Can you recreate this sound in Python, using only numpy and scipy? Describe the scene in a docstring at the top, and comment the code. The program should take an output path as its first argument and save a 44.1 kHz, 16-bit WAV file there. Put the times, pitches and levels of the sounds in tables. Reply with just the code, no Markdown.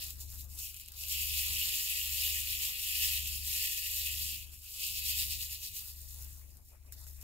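"""Rattling plastic beads are the loudest sound: a hand shakes them in a plastic tray, off to one side of two
mic ports. The heap is random contacts, dense on every stroke, each a short noise burst coloured by bead and tray.
Single beads drop in the pauses, each a tick, a tap on the tray and a dull knock in the table.
In another corner of the room a motor hums: sine orders of its turn rate and rumbling air, swelling about
once a second. Faint, flickering room hiss lies under it all."""
import sys
import numpy as np
from scipy import signal
from scipy.fft import rfft, irfft, next_fast_len
from scipy.io import wavfile
from scipy.ndimage import uniform_filter1d, map_coordinates

SR = 44100
rng = np.random.default_rng(int(sys.argv[2]) if len(sys.argv) > 2 else 0)


def wav_record(signal):
    """Record a signal, one row per channel, as 16-bit PCM in the file named by sys.argv[1]."""
    frames = np.transpose(np.atleast_2d(signal))
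    bounded = np.clip(frames, -1, 1)
    # unit amplitude maps onto the largest positive 16-bit level
    quanta = np.round(bounded * 32767).astype(np.int16)
    wavfile.write(sys.argv[1], SR, quanta)


N = 318822  # samples

# Strokes of the hand that throw the heap across the tray: crest t/s, relative tick level/dB, settling time/s
HAND_STROKES = [(0.022, -43, 0.11), (0.1, -50, 0.025), (0.211, -46, 0.032), (0.323, -48.5, 0.097),
                (0.401, -46, 0.039), (0.529, -49.5, 0.049), (0.596, -41.5, 0.04), (0.645, -41.0, 0.058),
                (0.78, -52.5, 0.095), (1.012, -42, 0.074), (1.117, -35, 0.052), (1.21, -36, 0.11),
                (1.374, -36, 0.17), (1.492, -42.5, 0.054), (1.64, -35.5, 0.29), (1.79, -38.5, 0.2),
                (1.905, -38, 0.033), (1.985, -36.5, 0.14), (2.174, -37, 0.15), (2.256, -36.5, 0.053),
                (2.323, -36.5, 0.21), (2.513, -35.5, 0.063), (2.637, -35.5, 0.082), (2.819, -38, 0.2),
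                (2.95, -41, 0.16), (3.039, -32.5, 0.15), (3.161, -37, 0.065), (3.271, -36.5, 0.053),
                (3.35, -40.5, 0.069), (3.515, -35.5, 0.14), (3.633, -35, 0.13), (3.728, -37, 0.031),
                (3.779, -39, 0.03), (3.861, -38.5, 0.14), (3.992, -38, 0.11), (4.084, -38, 0.101),
                (4.207, -37.5, 0.12), (4.312, -41, 0.085), (4.425, -52, 0.029), (4.534, -53, 0.035),
                (4.69, -49, 0.18), (4.742, -46, 0.034), (4.853, -37.5, 0.11), (4.974, -39.5, 0.084),
                (5.085, -34, 0.067), (5.195, -33, 0.067), (5.31, -37, 0.064), (5.422, -37.5, 0.048),
                (5.526, -40, 0.057), (5.65, -41.5, 0.058), (5.77, -41.5, 0.058), (5.87, -45.8, 0.074),
                (6.0, -51.5, 0.11), (6.117, -49, 0.074), (6.211, -50, 0.066), (6.318, -53.5, 0.118),
                (6.51, -61.7, 0.084), (6.683, -60, 0.055), (6.87, -66, 0.023), (6.932, -50, 0.011),
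                (7.005, -55, 0.08), (7.078, -51.5, 0.024), (7.142, -57.5, 0.09), (7.224, -50.7, 0.026)]
# How firmly the heap meets the tray: t/s, then relative level over the ticks/dB of
# floor taps, wall taps and the lowest ring of the tray
TRAY_LOAD = [(0, -6.5, -4.5, -19), (.14, -17.5, -11, -36), (.54, -20, -13.5, -39), (.66, -12, -13, -38),
             (.85, -4.5, -5.5, -28), (1.03, -14, -8.5, -51), (1.12, -5, -9.5, -30.5), (1.7, -7, -8, -24),
             (2.75, -6, -8.5, -24), (3.05, -5.5, -8.5, -21.5), (3.4, -10, -8, -29.5),
             (3.6, -7.5, -8.5, -19.5), (4.3, -7.5, -8.5, -24.5), (4.45, -6, -9.5, -31),
             (4.6, -13.5, -12, -36), (4.8, -8.5, -7, -40), (5.15, -8.5, -6, -24), (5.8, -11.5, -9.5, -29.5),
             (5.92, -20, -11.5, -28), (6.5, -20.5, -15, -30), (6.9, -20, -12, -23), (6.95, -25, -9.5, -24),
             (7.23, -19, -16.5, -25)]
# Single dropped beads: t/s, relative level/dB, tray tap over the tick/dB, dull knock over the tick/dB
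BEAD_DROPS = [(0.039, -27, -14, -50), (0.0662, -30, -26, -39), (0.105, -25.5, -22, -44),
              (0.2073, -36, -29, -40), (0.5893, -30, -27, -50), (0.7024, -37, -17, -33),
              (0.7435, -30, -11, -39), (0.765, -32.5, -17, -42), (0.7707, -34, -7, -36),
              (0.7984, -32, -14, -35), (0.8064, -40, -20, -32), (0.811, -31, -14, -29),
              (0.8344, -43, -10, -33), (0.8604, -37, -14, -37), (0.879, -37, -14, -36.5),
              (0.884, -30.5, -12, -39), (0.9198, -32.5, -28, -40), (0.9383, -43, -14, -34),
              (1.0364, -26.5, -5, -45), (1.084, -26, -21, -27), (5.3981, -40, -19, -39),
              (5.5223, -37, -25, -50), (6.57, -42, -37, -33), (6.9231, -30, -32, -20),
              (7.0115, -43, -34, -38), (7.0672, -39, -24, -15), (7.213, -36.5, -29, -32)]

# Colour at each port, as relative spectra: f/Hz, left level/dB, right level/dB
TICK_COLOUR = [(3500, -57, -40), (5080, -7, -6.5), (6250, -2.5, -4.5), (7380, -4, 0.5), (8350, -1, -8),
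               (9100, -1.5, -5), (11030, -2.5, -6), (11650, 0, -1), (13100, 2.5, -3), (14400, -1.5, -2.5),
               (15800, -0.5, -3.5)]  # bead on bead
FLOOR_COLOUR = [(1700, -42.5, -54), (1900, -36, -29), (2067, -14.5, -10), (2435, -3, -17.5),
                (2546, 1.5, -5.5), (2926, -2.5, -3.5), (3220, -15, -2.5), (3590, -15, -9), (4250, -37, -44)]  # bead on the tray floor
WALL_COLOUR = [(2800, -54.5, -37.5), (3480, -5.5, -3.5), (3860, -1.5, -5), (4600, -0.5, -1.5),
               (5170, -3, -2), (5730, -24, -6.5), (7100, -37, -34)]  # bead on the tray wall
RING_COLOUR = [(1430, -56, -53), (1660, -25, -18.5), (1795, -10.5, -2.5), (1880, 1, -0.5),
               (2230, -7.5, -10), (2630, -35, -41)]  # lowest ring of the tray
KNOCK_COLOUR = [(300, -40, -40), (700, -30, -11), (1500, 8, 4), (2300, 5, 2), (3500, -30, -36)]  # table under the tray
RUMBLE_COLOUR = [(12, -18, -30), (25, -24, -17), (44, -2, -15), (72, 2.5, 6.5), (111, -1, -13),
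                 (174, -10, -22.5), (274, -13, -22), (319, -17, -31), (457, -32.5, -25.5), (900, -66, -70)]  # air noise of the motor
HISS_COLOUR = [(100, 3, -18), (298, 0, -1), (546, 5, 2.5), (1140, 2, 0.5), (2470, 1, 1.5), (5130, -29, -38),
               (10100, 0.5, -10), (15200, -11, -18)]  # air noise of the room

# Likeness of the bead sound at the two ports: f/Hz, likeness (0-1)
PORT_LIKENESS = [(1800, 0.43), (2200, 0.76), (2900, 0.7), (3400, 0.28), (4800, 0.58), (6200, 0.21),
                 (7000, 0.9), (8100, 0.8), (8800, 0.43), (10200, 0.52), (10800, 0.8), (11300, 0.9),
                 (13600, 0.76), (16000, 1)]
# Phase of the left port against the right: f/Hz, phase/rad
PORT_PHASE = [(100, 0), (1120, -1), (1640, -3), (2330, -3.2), (3100, -6.8), (3530, -5.4), (4220, -8.1),
              (5770, -10.5), (6290, -10), (6980, -4 * np.pi), (16200, -4 * np.pi)]

# Motor orders: multiple of the turn rate, left and right rms level/dB before the motor gain,
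# swell depth (0-1), polarity
MOTOR_ORDERS = [(1, -61, -66, .25, 1), (2, -56, -64, .25, 1), (3, -49, -57, .3, 1), (4, -62, -71, .25, -1)]
# Steady tone one swell rate below the third order: left and right rms level/dB before the motor gain
BEAT_LEVELS = (-57, -76)
# Background levels over time: t/s, motor gain/dB, hiss level/dB
ROOM_LEVELS = [(0, -0.5, -69), (.9, -1, -70), (1.5, 1.5, -65), (2.2, -1, -66), (3.2, 1.5, -69.5),
               (4, 0.5, -81), (4.7, -3, -71), (5.2, .5, -76), (6, -1.5, -71), (6.9, -2, -70),
               (7.23, -3, -69)]

RISE_SHARE = 0.72  # time scale of a surge's rise, as a share of its settling time
STIR_DB = -69.5  # faint trickle between strokes
# Contact rate at a tick level of REFERENCE_DB, and its exponential growth with harder shaking
CONTACTS_PER_S, REFERENCE_DB, BUSIER_PER_DB = 1900, -41.5, 0.0166
TURN_HZ, SWELL_HZ, SWELL_TOP_S = 24.088, 1.025, 0.341  # turn rate, swell rate, time of a swell's top
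RUMBLE_DB = -60.5  # air rumble before swell and motor gain
TOP_HZ = 15740  # upper band limit


def beads():
    """The heap rattles with the shaking; its contacts also tap the tray's floor and walls and ring its body."""
    tick_db = surges()
    floor_db, wall_db, ring_db = curves(TRAY_LOAD)
    busy = CONTACTS_PER_S * np.exp(BUSIER_PER_DB * (tick_db - REFERENCE_DB))
    clumps = amp(2 * 0.62 * wobble(30))  # beads arrive in bunches
    shared = contacts(busy, spread_db=1.0)

    def some(part):
        """Energy of the shared contacts, plus a sparser and more uneven set of one surface's own."""
        own = contacts(part * busy, spread_db=4.0)
        return clumps * (0.53 * shared + 0.48 * own)

    snap = dict(rise=0.0001, t60=0.0035, tail_db=-0.8, tail_t60=0.07)
    ticks = dying(amp(2 * tick_db) * some(0.95), **snap)
    floor = dying(amp(2 * (tick_db + floor_db + 1.22)) * some(0.3),
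                  rise=0.00026, t60=0.0055, tail_db=-0.064, tail_t60=0.12)
    walls = dying(amp(2 * (tick_db + wall_db + 2.0)) * some(0.55), **snap)
    ring = dying(amp(2 * (tick_db + ring_db + 3.0)) * some(0.23),
                 rise=0.0004, t60=0.013, tail_db=-1.1, tail_t60=0.076)
    heap = at_ports(ticks, TICK_COLOUR) + at_ports(floor, FLOOR_COLOUR)
    heap = heap + at_ports(walls, WALL_COLOUR) + at_ports(ring, RING_COLOUR)
    return patchy(heap, depth_db=1.35)  # the heap shifts, so the tray's colour wanders


def surges():
    """Level of the ticking in dB: every stroke swells quickly and settles more slowly."""
    crest, db, settle = np.transpose(HAND_STROKES)
    t = np.arange(0, N, 64) / SR
    late = (t[:, None] - crest) / settle
    late = np.where(late < 0, late / RISE_SHARE, late)
    strokes = amp(2 * db) / (1 + late ** 2) ** 3
    energy = strokes.sum(axis=1) + amp(2 * STIR_DB)
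    return np.interp(np.arange(N) / SR, t, 10 * np.log10(energy))


def contacts(per_second, spread_db):
    """Random contacts of uneven size whose mean energy per sample is about 1."""
    hit = rng.random(N) < per_second / SR
    size = amp(2 * spread_db * rng.standard_normal(N))
    return hit * size / size.mean() * SR / per_second


def drops():
    """Each dropping bead ticks on beads and wall, taps the tray floor and knocks the table."""
    s, db, tap_db, knock_db = np.transpose(BEAD_DROPS)
    short = dict(rise=0.0008, t60=0.007, tail_db=-3, tail_t60=0.08)
    long = dict(rise=0.0008, t60=0.011, tail_db=-3, tail_t60=0.08)

    def blows(level_db):
        """One impulse of energy at each drop."""
        return np.bincount(np.round(s * SR).astype(int), amp(2 * level_db), N)

    tick = at_ports(dying(blows(db + 9.5), **short), TICK_COLOUR)
    wall = at_ports(dying(blows(db - 3.5), **short), WALL_COLOUR)
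    tap = at_ports(dying(blows(db + tap_db + 13.5), **long), FLOOR_COLOUR)
    knock = at_ports(dying(blows(db + knock_db + 14.5), **long), KNOCK_COLOUR)
    return tick + wall + tap + knock


def dying(energy, rise, t60, tail_db, tail_t60):
    """Energy of each contact: a quick snap, then the longer answer of table and walls (times in s)."""
    t = np.arange(SR // 4) / SR
    snap = (1 - np.exp(-t / rise)) * amp(-120 * t / t60)
    tail = amp(-120 * t / tail_t60)
    shape = snap / snap.sum() + amp(2 * tail_db) * tail / tail.sum()
    return np.abs(signal.fftconvolve(energy, shape / shape.sum())[:N])


def at_ports(energy, colour):
    """Noise bursts, part shared by the ports (with a phase between them that varies with pitch), part each's own."""
    m = next_fast_len(N + 8192)
    hz = np.fft.rfftfreq(m, 1 / SR)
    a, b = rfft(np.sqrt(energy) * rng.standard_normal((2, N)), m)
    likeness = np.clip(along(PORT_LIKENESS, hz)[0], 0, 1)
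    angle = np.arccos(likeness) / 2  # mixing two noises at +-angle gives this likeness
    left = np.cos(angle) * a + np.sin(angle) * b
    right = np.cos(angle) * a - np.sin(angle) * b
    gain = amp(along(colour, hz)) * (hz < TOP_HZ)
    gain = gain / np.sqrt(np.mean(gain ** 2))
    turn = np.exp(0.5j * along(PORT_PHASE, hz) * [[1], [-1]])
    return irfft(gain * turn * [left, right], m)[:, :N]


def motor():
    """Orders of the turn rate and air rumble swell together; a steady tone beats with the third order."""
    t = np.arange(N) / SR - SWELL_TOP_S
    swell = np.cos(2 * np.pi * SWELL_HZ * t)
    tones = 0
    for k, left, right, depth, sign in MOTOR_ORDERS:
        order = sign * (1 + depth * swell) * np.sin(2 * np.pi * k * TURN_HZ * t)
        tones = tones + amp([[left], [right]]) * order
    beat = amp(BEAT_LEVELS)[:, None] * np.sin(2 * np.pi * (3 * TURN_HZ - SWELL_HZ) * t)
    a, b = rng.standard_normal((2, N))
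    noise = np.array([a, 0.27 * a + 0.88 * b])  # the ports share a little of the air noise
    air = unit(filtered(noise, lambda hz: amp(along(RUMBLE_COLOUR, hz))))
    rumble = amp(RUMBLE_DB + 3.3 * swell + 2.7 * wobble(7)) * air
    motor_gain = amp(curves(ROOM_LEVELS)[0])
    return motor_gain * (np.sqrt(2) * (tones + beat) + rumble)  # root 2: rms to peak of a sine


def hiss():
    """Faint coloured noise, each port's own, with flickering level and patches over time and pitch."""
    flicker = amp(3.4 * np.array([wobble(17), wobble(15)]))
    noise = filtered(rng.standard_normal((2, N)), lambda hz: amp(along(HISS_COLOUR, hz)))
    fizz = patchy(noise, depth_db=4.5)
    return amp(curves(ROOM_LEVELS)[1]) * unit(flicker * fizz)


def patchy(x, depth_db):
    """Random patches of gain over time and pitch, the same at both ports."""
    z = signal.stft(x, nperseg=256)[2]
    field = rng.standard_normal(z.shape[1:])
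    field = uniform_filter1d(field, 5, 0)  # smooth over pitch
    field = uniform_filter1d(field, 16, 1)  # smooth over time
    gain = amp(depth_db * unit(field))
    gain = gain / np.sqrt(np.mean(gain ** 2))
    return signal.istft(z * gain, nperseg=256)[1][:, :N]


def wobble(rate):
    """A smooth random curve, rate knots a second."""
    knots = rng.standard_normal(int(N * rate / SR) + 4)
    return map_coordinates(knots, [np.arange(N) * rate / SR])


def curves(rows):
    """One value per sample for each column after the time."""
    s, *cols = np.transpose(rows)
    return [np.interp(np.arange(N) / SR, s, c) for c in cols]


def along(points, hz):
    """Each column after f/Hz, read on a log frequency axis."""
    f, *cols = np.transpose(points)
    return np.array([np.interp(np.log(hz + 1), np.log(f + 1), c) for c in cols])


def filtered(x, response):
    """x times a response of frequency."""
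    m = next_fast_len(N + 8192)
    return irfft(rfft(x, m) * response(np.fft.rfftfreq(m, 1 / SR)), m)[..., :N]


def amp(db):
    """Gain of a level in dB."""
    return 10 ** (np.asarray(db) / 20)


def unit(x):
    """x at rms 1."""
    return x / np.sqrt(np.mean(x ** 2) + 1e-20)


def scene():
    """All sources at the two ports."""
    return beads() + drops() + motor() + hiss()


def record(dry):
    """Nothing is kept above the band limit."""
    return filtered(dry, lambda hz: hz < TOP_HZ)


dry = scene()
out = record(dry)
wav_record(out)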